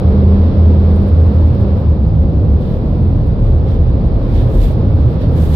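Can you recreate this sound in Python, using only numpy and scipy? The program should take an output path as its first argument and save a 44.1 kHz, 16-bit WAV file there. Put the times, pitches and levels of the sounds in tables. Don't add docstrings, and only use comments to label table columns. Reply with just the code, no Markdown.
import sys
import numpy as np
from scipy import signal
from scipy.fft import rfft, irfft, next_fast_len
from scipy.io import wavfile
from scipy.ndimage import uniform_filter1d, minimum_filter1d, map_coordinates

SR = 44100
rng = np.random.default_rng(int(sys.argv[2]) if len(sys.argv) > 2 else 0)


def put_to_file(sound):
    columns = np.atleast_2d(sound).T
    safe = np.clip(columns, -1, 1)
    whole_steps = np.round(safe * 32767)
    wavfile.write(sys.argv[1], SR, whole_steps.astype(np.int16))


def nominal_scale(level):
    x = np.asarray(level, float) / 20
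    return 10 ** x


N = 244755

# (time [s], length [s], pitch [Hz], level [dB])
CABIN_BOOM = [(.04, 0.081, 77, -8), (.15, .39, 81, -8), (.57, .45, 81.5, -8), (1.1, 0.23, 81.3, -7.5),
              (1.33, .17, 81, -6.5), (1.52, 0.26, 89, -16), (1.68, 0.099, 78, -9), (1.86, .08, 78, -7),
              (1.96, 0.21, 70, -13.5), (2.23, 0.22, 71, -17.5), (2.45, .16, 72, -12),
              (2.72, 0.24, 83, -20.5), (2.97, .1, 81, -12), (3.1, 0.07, 84, -12), (3.22, .25, 71.5, -16.5),
              (3.5, 0.11, 74, -7.5), (3.68, 0.087, 85, -15), (3.76, 0.14, 74.5, -10), (4.0, 0.27, 70, -23),
              (4.33, 0.16, 84, -17), (4.52, .25, 71, -16.5), (4.89, 0.18, 75, -12.5), (5.08, .1, 70, -14.5),
              (5.28, .3, 78, -10.5)]
# (time [s], length [s], pitch [Hz], level [dB])
TRUCK_DRONE = [
    (.02, 0.1, 186.3, -18),
    (.11, .35, 196.9, -16),
    (.48, .62, 198, -18.5),
    (1.2, .3, 198, -23.5),
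    (1.56, .2, 197.2, -18),
]
# (time [s], length [s], pitch [Hz], level [dB])
OWN_ENGINE = [
    (2.08, 0.13, 157.4, -20),
    (2.3, .8, 158.2, -23),
    (3.2, 0.15, 157.5, -22),
    (4.05, 0.11, 161, -23),
    (4.79, 0.04, 153.5, -16),
    (5.1, .12, 154.7, -19.5),
    (5.3, 0.32, 154.4, -19.5),
]
# (time [s], length [s], pitch [Hz], level [dB])
FLOOR_TONE = [
    (0, 0.33, 128.3, -19.5),
    (1.0, 0.42, 127.6, -33.5),
    (1.48, 0.24, 124, -25),
    (2.6, 0.68, 123.5, -24.5),
    (3.3, 0.41, 125, -22),
    (3.85, 0.13, 121.6, -16),
    (4.2, .4, 121, -20.5),
    (5.0, 0.42, 121.9, -19),
]


def engines():
    drone = tone(TRUCK_DRONE, pan_db=-1.1, rough_db=1.7)
    doubled = drone ** 2 / (np.abs(drone) + 1e-9)
    octave = nominal_scale(-15.5 + 1.8 * wobble(28)) * doubled
    boom = tone(CABIN_BOOM, pan_db=-.7, rough_db=1.1)
    hum = tone(OWN_ENGINE, pan_db=-0.5, rough_db=1.5)
    panel = tone(FLOOR_TONE, pan_db=-4.0, rough_db=5.0)
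    return (boom + hum + panel + drone + octave).real


# (frequency [Hz], density [dB per Hz])
SUSPENSION = [(12, -39.5), (22, -17.5), (32, -2.5), (43, 3), (52, -9.5), (60, -16)]
# (frequency [Hz], density [dB per Hz])
FLOOR_DRUM = [(45, -42.5), (58, 2.5), (70, 2.5), (85, 1), (105, 2.5), (125, -2.5), (140, -7.5), (160, -2),
              (180, -10), (215, -6.5), (260, -46.5)]


def tyres():
    near_db, bumps_db = drive()
    thud = nominal_scale(-21 + bumps_db) * cabin_noise(SUSPENSION)
    drum_db = -14.5 - 0.37 * near_db
    drum = nominal_scale(drum_db) * patchy(cabin_noise(FLOOR_DRUM), depth_db=1.16)
    return thud + drum


# (time [s], hold [s], rustle level [dB], rub level [dB], left-right difference [dB])
STROKES = [(1.055, .55, -71.5, -72, -6.5), (1.785, .03, -69, -74, -4.5), (2.342, 0.17, -81.5, -74, -7),
           (2.616, .04, -68, -54.5, -8), (2.69, .05, -66, -52, -8), (2.801, .45, -73, -70.5, -5),
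           (3.456, .025, -65.5, -53, -3.5), (3.556, .01, -74, -67, -3.5), (3.686, .03, -73, -56.5, -16.5),
           (3.719, 0.026, -72, -56, -13), (3.917, .02, -81.5, -73, -5.5), (4.232, 0.11, -69, -66, -10),
           (4.359, 0.056, -60.5, -46.5, -14.5), (4.46, .06, -65.5, -65.5, -11),
           (4.551, 0.04, -56.5, -55, -13), (4.624, 0.018, -52.5, -46, -15.5),
           (4.657, 0.059, -54.5, -49.5, -7), (4.802, 0.12, -74, -79, -6), (4.971, .05, -74, -74, -9.5),
           (5.062, 0.079, -69, -58, -15.5), (5.217, 0.027, -66, -51, -15),
           (5.368, 0.053, -55.5, -51.5, -15), (5.438, 0.059, -52.5, -50.5, -8),
           (5.545, 0.025, -47, -43, -10)]
# (frequency [Hz], density [dB per Hz])
CLOTH_RUSTLE = [(1500, -39), (3500, -5), (6300, -2), (8900, -0.5), (10300, -2.5), (12500, 3.5), (14000, -5),
                (15800, -1.5)]
# (frequency [Hz], density [dB per Hz])
PORT_RUB = [(1200, -37), (1600, 1.5), (2100, -4), (2700, -4), (3500, 1), (4700, -8.5), (5800, -14.5),
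            (7500, -37)]
# (time [s], peak [dB], left-right difference [dB])
FIBRE_SNAPS = [(4.2862, -51.5, -14.5), (4.3251, -49, -13), (4.3393, -47.5, -9.5), (4.3627, -45, -9.5),
               (4.5434, -39, -14), (4.554, -40, -15), (4.62, -43.5, -13), (5.065, -50.5, -16),
               (5.107, -49, -14.5), (4.9658, -45.5, -12), (2.633, -51.5, -10.5)]


def sleeve():
    grid = np.arange(0, N / SR + .002, .001)
    slip, press = 0, 0
    for s, hold, rustle_db, rub_db, pan_db in STROKES:
        shape = stroke(grid - s, hold)
        slip = slip + nominal_scale(rustle_db) * shape * sides(pan_db)[:, None]
        press = press + nominal_scale(rub_db) * shape * sides(0.97 * pan_db)[:, None]
    drawn = np.reshape(curves(np.transpose([grid, *slip, *press])), (2, 2, N))
    flutter_db = 1.1
    slip, press = nominal_scale(flutter_db * wobble(45)) * drawn
    cloth_at_rest = nominal_scale(-81) * sides(-5)[:, None]
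    rustle = (slip + cloth_at_rest) * rush(CLOTH_RUSTLE, [(5000, 0)], grain_db=1.0)
    rub = press * rush(PORT_RUB, [(3000, 0)], grain_db=0.7)

    snaps, t = np.zeros((2, N + SR)), np.arange(SR // 100) / SR
    for s, db, pan_db in FIBRE_SNAPS:
        fade = nominal_scale(db - 8.0 - 60 * t / .005)
        crack = np.diff(rng.standard_normal((2, len(t) + 2)), 2) * fade
        snaps[:, round(s * SR):][:, :len(t)] += crack * sides(pan_db)[:, None]
    return rustle + rub + snaps[:, :N]


# (time [s], peak [dB], left-right difference [dB], loudest mode [Hz])
RATTLE_TICKS = [(0.8445, -53.5, -2, 9070), (0.9028, -54.5, -11, 9320), (0.9597, -45, -8.5, 9200),
                (1.0161, -47, -4, 9230), (1.0804, -45, -3, 9450), (1.1478, -51, 0, 9050),
                (1.2121, -46, -3.5, 13340), (1.2595, -53.5, -12, 8950), (1.2725, -50.5, -7.5, 8900),
                (1.3443, -53, -8.5, 9300), (1.4057, -50, -6, 9420), (1.4716, -52.5, -11.5, 9370),
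                (1.5439, -50, -5, 9450), (1.6057, -53, -4.5, 9386), (1.6741, -55.5, -2, 8940),
                (1.79, -60, -8.5, 11500)]


def rattle():
    return trinket(RATTLE_TICKS, t60=.03, side_modes_db=-2.5, chatter_db=-4.5)


# (time [s], peak [dB], left-right difference [dB], loudest mode [Hz])
LONE_KNOCKS = [
    (2.5975, -59.5, -15, 12500),
    (2.8968, -53.5, -17, 12540),
    (3.2695, -42, -5.5, 11560),
    (4.9656, -55.5, -10, 8510),
]


def clinks():
    return trinket(LONE_KNOCKS, t60=.014, side_modes_db=-3.5, chatter_db=-10)


# (frequency [Hz], level [dB])
METAL_MODES = [(7300, -10.5), (9350, -16.5), (11000, -8), (12700, -14), (13500, -10), (15000, -19)]


def trinket(knocks, t60, side_modes_db, chatter_db):
    out, t = np.zeros((2, N + SR)), np.arange(SR // 10) / SR
    for s, db, pan_db, top_hz in knocks:
        ring = 0
        for hz, level in METAL_MODES:
            strength = nominal_scale(level + rng.normal(0, 3))
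            ring = ring + strength * np.sin(2 * np.pi * hz * t * rng.normal(1, .01))
        loudest = 0.65 * np.sin(2 * np.pi * top_hz * t)
        blow = nominal_scale(-60 * t / max(t60, .005)) * (1 - np.exp(-t / .0005))
        bounce = nominal_scale(-9) * np.interp(t - .012, t, blow)
        knock = (nominal_scale(side_modes_db) * ring + loudest) * (blow + bounce)
        grit = np.diff(rng.standard_normal((2, len(t) + 1)))
        chatter = nominal_scale(chatter_db) * grit * nominal_scale(-60 * t / 0.078) * (1 - np.exp(-t / .003))
        out[:, round(s * SR):][:, :len(t)] += (knock + chatter) * nominal_scale(db - 3) * sides(pan_db)[:, None]
    return out[:, :N]


# (frequency [Hz], density [dB per Hz])
EXHAUST_GROWL = [(300, -30), (380, -1.5), (530, 2.5), (640, -7.5), (800, -30)]


def exhaust():
    fading = nominal_scale(-28 - 7 * np.arange(N) / SR)
    return fading * patchy(cabin_noise(EXHAUST_GROWL), depth_db=2.0)


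# (frequency [Hz], density [dB per Hz])
TUNNEL_ROAR = [(170, -41), (220, 0.5), (300, -3.5), (380, -7.5), (520, -6.5), (650, -14), (850, -19.5),
               (1100, -31.5), (1400, -54)]
# (frequency [Hz], density [dB per Hz])
GLASS_WASH = [(700, -37.5), (950, -0.5), (1250, -4.5), (1500, -10.5), (2000, -15.5), (3000, -19),
              (3700, -17), (4700, -21.5), (5500, -27.5), (6300, -43.5), (8500, -52), (11000, -64)]


def traffic():
    near_db, _ = drive()
    roar_db = -21 + .5 * near_db + 0.35 * wobble(7)
    roar = nominal_scale(roar_db) * patchy(cabin_noise(TUNNEL_ROAR), depth_db=0.93)
    wash = nominal_scale(-37.5 + near_db + 0.15 * wobble(8)) * cabin_noise(GLASS_WASH)
    return roar + wash


# (frequency [Hz], density [dB per Hz])
MIC_HISS = [(4000, -28), (6000, 8), (7500, 3), (8700, 5.5), (9800, -3.5), (11500, 0), (15800, 1.5)]


def hiss():
    return nominal_scale(-80) * rush(MIC_HISS, [(8000, 0)])


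# (time [s], traffic nearness [dB], bumpiness [dB])
DRIVE = [(0, -0.5, 7), (.35, 0, -2.5), (1.2, -1.5, -2.5), (1.7, -1.5, 0), (2, -6, -1.5), (2.6, -5, 1.5),
         (3.1, -4.5, -1), (3.5, -5, 8), (3.9, -4, 0), (4.15, -3.5, 8), (4.35, -1.5, 1.5), (4.6, -2, 9),
         (4.9, -3, 4), (5.25, -2, 1.5), (5.55, -1, 3)]


def drive():
    return curves(DRIVE)


# (frequency [Hz], left-right likeness [0 to 1])
CABIN_LIKENESS = [(20, 0.97), (45, 0.97), (70, .99), (125, 0.91), (250, 0.88), (500, 0.86), (1000, 0.12),
                  (2000, 0.08)]


def cabin_noise(spectrum):
    return rush(spectrum, CABIN_LIKENESS)


# (frequency [Hz], left-right difference [dB])
STEREO_LEAN = [(30, .3), (125, -1), (250, -.4), (500, -1.8), (1000, -1), (4000, -2)]


def rush(spectrum, alike, grain_db=0):
    m = next_fast_len(N + 8192)
    hz = np.fft.rfftfreq(m, 1 / SR)
    closed = [(1, -120), *spectrum, (SR, -120)]
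    pair = rng.standard_normal((2, N)) * nominal_scale(grain_db * wobble(400))
    turn = np.arccos(np.clip(along(alike, hz), -1, 1)) / 2
    mid, side = rfft(pair, m) * nominal_scale(along(closed, hz)) * [np.cos(turn), np.sin(turn)]
    stereo = np.array([mid + side, mid - side]) * sides(along(STEREO_LEAN, hz))
    return unit(irfft(stereo, m)[:, :N])


def tone(rows, pan_db, rough_db):
    edge = 0.1
    t, surges = np.arange(N) / SR, np.zeros(N, complex)
    for s, length, hz, db in rows:
        near = slice(max(int((s - edge) * SR), 0), int((s + length + edge) * SR))
        spin = np.exp(2j * np.pi * hz * t[near])
        surges[near] += nominal_scale(db) * swell(t[near] - s, length, edge) * spin
    shake = nominal_scale(rough_db * wobble(18)) * np.exp(.15j * rough_db * wobble(14))
    return np.sqrt(2) * surges * shake * sides(pan_db)[:, None]


def swell(t, length, edge):
    inside = np.minimum(t, length - t)
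    return np.sin(np.pi / 2 * np.clip(inside / edge + .5, 0, 1)) ** 2


def stroke(t, hold):
    rise, fall = 0.041 + 0.37 * hold, 0.044 + 0.37 * hold
    before, after = np.maximum(-t, 0), np.maximum(t - hold, 0)
    return nominal_scale(-20 * (before / rise + after / fall))


def patchy(x, depth_db):
    z = signal.stft(x, nperseg=2048)[2]
    field = uniform_filter1d(rng.standard_normal(z.shape[1:]), size=3, axis=0)
    field = uniform_filter1d(field, size=6, axis=1)
    return unit(signal.istft(z * nominal_scale(depth_db * unit(field)), nperseg=2048)[1][:, :N])


def unit(x):
    return x / np.sqrt(np.mean(x ** 2) + 1e-20)


def along(points, hz):
    f, v = np.transpose(points)
    return np.interp(np.log(hz + 1), np.log(f + 1), v)


def curves(rows):
    s, *cols = np.transpose(rows)
    return [np.interp(np.arange(N) / SR, s, c) for c in cols]


def wobble(rate):
    knots = rng.standard_normal(int(N * 400 / SR) + 4)
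    return map_coordinates(knots, [np.arange(N) * min(rate, 400) / SR])


def sides(pan_db):
    return nominal_scale(np.array([pan_db / 2, -pan_db / 2]))


def scene():
    close = engines() + tyres() + sleeve() + rattle() + clinks()
    tunnel = exhaust() + traffic()
    return close + tunnel


def band_limit(x):
    return signal.sosfilt(signal.butter(12, 15610, fs=SR, output="sos"), x)


def record(dry):
    x = dry + hiss()
    need = np.clip(1.1 / (np.abs(x).max(axis=0) + 1e-9), .85, 1)
    x = x * uniform_filter1d(minimum_filter1d(need, size=1500), size=1400)
    mix = x / (1 + np.abs(x / .92) ** 6) ** (1 / 6)
    return band_limit(mix)


dry = scene()
out = record(dry)
put_to_file(out)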